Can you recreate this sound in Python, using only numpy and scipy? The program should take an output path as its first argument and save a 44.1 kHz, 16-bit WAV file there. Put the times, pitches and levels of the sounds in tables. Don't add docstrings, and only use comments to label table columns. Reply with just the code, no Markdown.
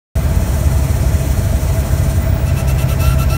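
import sys
import numpy as np
from scipy import signal
from scipy.fft import rfft, irfft
from scipy.io import wavfile

SR = 44100
rng = np.random.default_rng(int(sys.argv[2]) if len(sys.argv) > 2 else 0)


def to_linear_factor(level_db):
    exponent = np.asarray(level_db, float) / 20
    return 10 ** exponent


def wav_out(sig):
    wavfile.write(sys.argv[1], SR, np.round(np.clip(np.atleast_2d(sig).T, -1, 1) * 32767).astype(np.int16))


N = 148617
T = np.arange(N) / SR

# (time [s], four-stroke cycles per second [Hz])
ENGINE_SPEED = [(0, 16.62), (1.1, 16.615), (1.5, 16.585), (2.1, 16.59), (2.3, 16.72), (2.55, 16.57),
                (3.4, 16.54)]
WHEEL_HZ = 12.39
WOBBLE_RAD = .15


def rms_one(x):
    return x / np.sqrt(np.mean(x ** 2) + 1e-20)


def in_time(rows):
    s, *columns = np.transpose(rows)
    return [np.interp(T, s, c) for c in columns]


def drift(rate_hz):
    r = np.exp(-80 * np.pi * rate_hz / SR)
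    noise = rng.standard_normal(N // 40 + 2002)
    slow = signal.lfilter([1], [1, -2 * r, r * r], noise)[2000:]
    return np.interp(np.arange(N) / 40, np.arange(len(slow)), rms_one(slow))


def air(spectrum, peaks, patchy_db):
    hz = np.maximum(np.arange(N // 2 + 1) * SR / N, 1)
    colour_hz, colour_db = np.transpose(spectrum)
    db = np.interp(np.log(hz), np.log(colour_hz), colour_db, left=-80)
    for centre, width, lift in peaks:
        db = db + lift / (1 + (2 * (hz - centre) / width) ** 2)
    full = rfft(rng.standard_normal(N)) * to_linear_factor(db)
    half_octave = np.floor(2 * np.log2(hz))
    total = np.zeros(N)
    for k in range(8, 29):
        total += irfft(full * (half_octave == k), N) * to_linear_factor(patchy_db * drift(9.9))
    return rms_one(total)


def orders(turns, table, wobble_rad, shape):
    total = np.zeros(N)
    for multiple, db in table:
        level = np.sqrt(2) * to_linear_factor(db + .8 * drift(1.6))
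        phase = 2 * np.pi * (round(multiple) * turns + shape) + wobble_rad * drift(2)
        total += level * np.cos(phase)
    return total


def road_and_wind():
    # (frequency [Hz], density [dB per Hz])
    roar = [(22, -29), (52, -2), (75, 0.5), (140, -5.5), (300, -18.5), (500, -23.5), (1200, -28.5),
            (4000, -42)]
    # (frequency [Hz], width [Hz], lift [dB])
    cab_modes = [(635, 76, 10.5), (862, 55, 3.5), (1625, 49, 3), (1800, 89, 3.5), (2004, 40, 7),
                 (2310, 130, 3.5), (2500, 88, 8)]
    # (frequency [Hz], density [dB per Hz])
    wind = [(2500, -30), (4000, -5), (4800, 5), (6000, 4), (9000, 3), (10500, -3.5), (14000, 3.5),
            (16000, 2)]
    roar_db, wind_db = -19, -38.5
    rumble = to_linear_factor(roar_db) * air(roar + [(16000, -73)], cab_modes, patchy_db=.7)
    return rumble + to_linear_factor(wind_db) * air(wind, [], patchy_db=1.1)


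def tyres():
    # (multiple of the wheel turn, level [dB])
    thump_orders = [(3, -35.5), (4, -25.5), (5, -36.5), (6, -25.5), (7, -24), (8, -38.5), (10, -34.5),
                    (15, -45.5), (26, -48.5)]
    # (time [s], turns per second [Hz])
    tread_speed = [(0, 12.37), (1.8, 12.33), (3.4, 12.29)]
    # (multiple of the turn, level [dB])
    tread_orders = [(51, -47), (52, -45), (53, -39), (54, -41), (55, -49), (60, -54)]
    thump = orders(WHEEL_HZ * T - .24, thump_orders, WOBBLE_RAD, shape=.1)
    tread_turns = np.cumsum(in_time(tread_speed)[0]) / SR
    return thump + orders(tread_turns, tread_orders, wobble_rad=.45, shape=0)


def engine():
    # (time [s], gain [dB])
    load = [(0, -5), (1.1, -2), (2.1, -2.5), (2.6, 2), (3.4, 3.5)]
    # (multiple of the cycle, level [dB])
    engine_orders = [(2, -48), (4, -20.5), (5, -32.5), (6, -25.5), (7, -70), (9, -36.5), (10, -38),
                     (11, -41), (12, -50), (14, -50.5), (16, -51), (17, -50), (18, -41.5), (20, -45.5),
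                     (24, -48), (25, -46.5), (28, -66), (32, -48)]
    firing_db, lag_cycles, pulse_shape = -22.5, .205, .73
    speed_hz, = in_time(ENGINE_SPEED)
    load_db, = in_time(load)
    cycles = np.cumsum(speed_hz) / SR - lag_cycles
    firing = orders(cycles, [(8, firing_db)], WOBBLE_RAD, pulse_shape)
    return to_linear_factor(load_db) * firing + orders(cycles, engine_orders, WOBBLE_RAD, pulse_shape)


def compressor():
    # (time [s], hiss level [dB], blade whistle level [dB])
    flow = [
        (0, -41, -50),
        (.5, -36.5, -47),
        (1.2, -36, -49),
        (2.1, -36, -46),
        (2.2, -39, -42),
        (2.3, -55, -40),
        (2.41, -62, -39),
        (2.47, -55, -45),
        (3.4, -62, -60),
    ]
    # (time [s], frequency [Hz])
    blades = [(0, 14800), (1.2, 14740), (2.1, 14680), (2.2, 14880), (2.3, 15230), (2.41, 15620),
              (2.5, 15900)]
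    # (frequency [Hz], density [dB per Hz])
    hiss_colour = [(2500, -7), (4000, -8.5), (4800, -11.5), (5800, -3.5), (8700, -0.5), (10500, -5),
                   (14300, -8.5), (16000, -8.5)]
    # (frequency [Hz], width [Hz], lift [dB])
    hiss_peaks = [(4290, 230, 10), (5930, 520, 7), (6940, 200, 3.5), (8400, 130, 4), (8900, 400, 3),
                  (12200, 120, 6), (13500, 200, 8), (3270, 150, 6)]
    whistle_width_hz, whistle_wander_hz = 350, 60
    hiss_db, whistle_db = in_time(flow)

    cycle = np.cos(2 * np.pi * ENGINE_SPEED[0][1] * (T - .211))
    turn = np.cos(2 * np.pi * WHEEL_HZ * (T - .215))
    sway_db = -2 * cycle - .56 * turn + .5 * drift(3.5)
    hiss = to_linear_factor(hiss_db + sway_db) * air(hiss_colour, hiss_peaks, patchy_db=.5)

    hz = in_time(blades)[0] + whistle_wander_hz * drift(8.5)
    phase = 2 * np.pi * np.cumsum(hz) / SR
    low = signal.butter(2, whistle_width_hz / 2, fs=SR, output="sos")
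    breath_cos, breath_sin = signal.sosfilt(low, rng.standard_normal((2, N)))
    whistle = rms_one(breath_cos * np.cos(phase) + breath_sin * np.sin(phase))
    return hiss + to_linear_factor(whistle_db + .4 * sway_db + 2 * drift(11)) * whistle


def swell(start, length, sag_db_per_s):
    attack_s, release_s = .024, .033
    up = np.clip((T - start) / attack_s, 0, 1)
    down = np.clip((start + length + release_s - T) / release_s, 0, 1)
    sag = to_linear_factor(-sag_db_per_s * np.clip(T - start, 0, 1))
    return np.sin(np.pi / 2 * np.minimum(up, down)) ** 2 * sag


def surge():
    # (start [s], length [s], puff level [dB], hoot level [dB])
    surges = [
        (2.449, .04, -32.5, -40),
        (2.555, 0.048, -31, -36.5),
        (2.665, 0.042, -29, -37),
        (2.77, 0.052, -29, -35.5),
        (2.873, 0.052, -28, -32),
        (2.985, 0.148, -27.5, -30.5),
        (3.173, 0.054, -28, -28),
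        (3.282, 0.075, -28.5, -28.5),
    ]
    # (frequency [Hz], density [dB per Hz])
    puff_colour = [(900, -4), (1500, -11), (3000, 1), (4900, -6), (6000, -5.5), (9000, -2), (10500, -3),
                   (16000, -6)]
    # (frequency [Hz], width [Hz], lift [dB])
    duct_modes = [(2604, 46, 14), (2700, 97, 1), (4320, 200, 4), (5850, 560, 11), (7100, 150, 7),
                  (8900, 150, 6.5), (10700, 120, -7), (11550, 83, 7.5), (12740, 300, 4.5), (14300, 200, 4)]
    # (multiple of its pitch, level [dB])
    hoot_partials = [(1, -1.5), (2, -13.5), (3, -15.5)]
    hoot_hz, rise_hz, rise_s, droop_hz_per_s, jitter_hz = 1374, 60, .036, 90, 10
    hoot_lag_s, flutter_db, octave_db = .012, 1.8, -7

    puff, hoot_level = np.zeros(N), np.zeros(N)
    for start, length, puff_db, hoot_db in surges:
        puff += to_linear_factor(puff_db) * swell(start, length, sag_db_per_s=37)
        hoot_level += to_linear_factor(hoot_db) * swell(start + hoot_lag_s, length - hoot_lag_s, sag_db_per_s=5.9)

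    starts = np.array(surges)[:, 0] + hoot_lag_s
    since = T - starts[np.clip(np.searchsorted(starts, T) - 1, 0, None)]
    below = 1 / (1 + (np.maximum(since, 0) / rise_s) ** 2)
    droop_hz = droop_hz_per_s * np.clip(since, 0, .2)
    turns = np.cumsum(hoot_hz - rise_hz * below - droop_hz + jitter_hz * drift(41.4)) / SR
    hoot = np.zeros(N)
    for multiple, db in hoot_partials:
        level = np.sqrt(2) * to_linear_factor(db + flutter_db * drift(45))
        hoot += level * np.sin(2 * np.pi * round(multiple) * turns)

    octave = to_linear_factor(octave_db + 3.2 * drift(35)) * np.sin(2 * np.pi * 2 * turns)
    return puff * air(puff_colour, duct_modes, patchy_db=2.0), hoot_level * hoot + puff * octave


def cab(x):
    ripple_db, ripple_hz = 2.3, 26
    notch_hz, notch_width_hz, notch_db = 4830, 450, -3.5
    hz = np.arange(N // 2 + 1) * SR / N
    knots = np.arange(0, SR / 2, ripple_hz)
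    ripple = np.interp(hz, knots, rng.standard_normal(len(knots))) * np.clip(hz / 1000 - .7, 0, 1)
    notch = notch_db / (1 + (2 * (hz - notch_hz) / notch_width_hz) ** 2)
    return irfft(rfft(x) * to_linear_factor(ripple_db * ripple + notch), N)


def scene():
    puffs, hoots = surge()
    in_cab = road_and_wind() + tyres() + engine() + compressor() + puffs
    return (cab(in_cab) + hoots)[None]


def low_pass(x):
    return signal.sosfilt(signal.butter(12, 16760, fs=SR, output="sos"), x)


def record(dry):
    start_s, fade_in_s, fade_out_s = .1535, .002, .0021
    fade_in = np.clip((T - start_s) / fade_in_s, 0, 1)
    fade_out = np.clip((T[-1] - T) / fade_out_s, 0, 1)
    rounded = 1.903 * np.tanh(dry * fade_in * fade_out / 1.712)
    low = signal.ellip(12, .5, 70, 15720, fs=SR, output="sos")
    return low_pass(signal.sosfilt(low, rounded))


dry = scene()
out = record(dry)
wav_out(out)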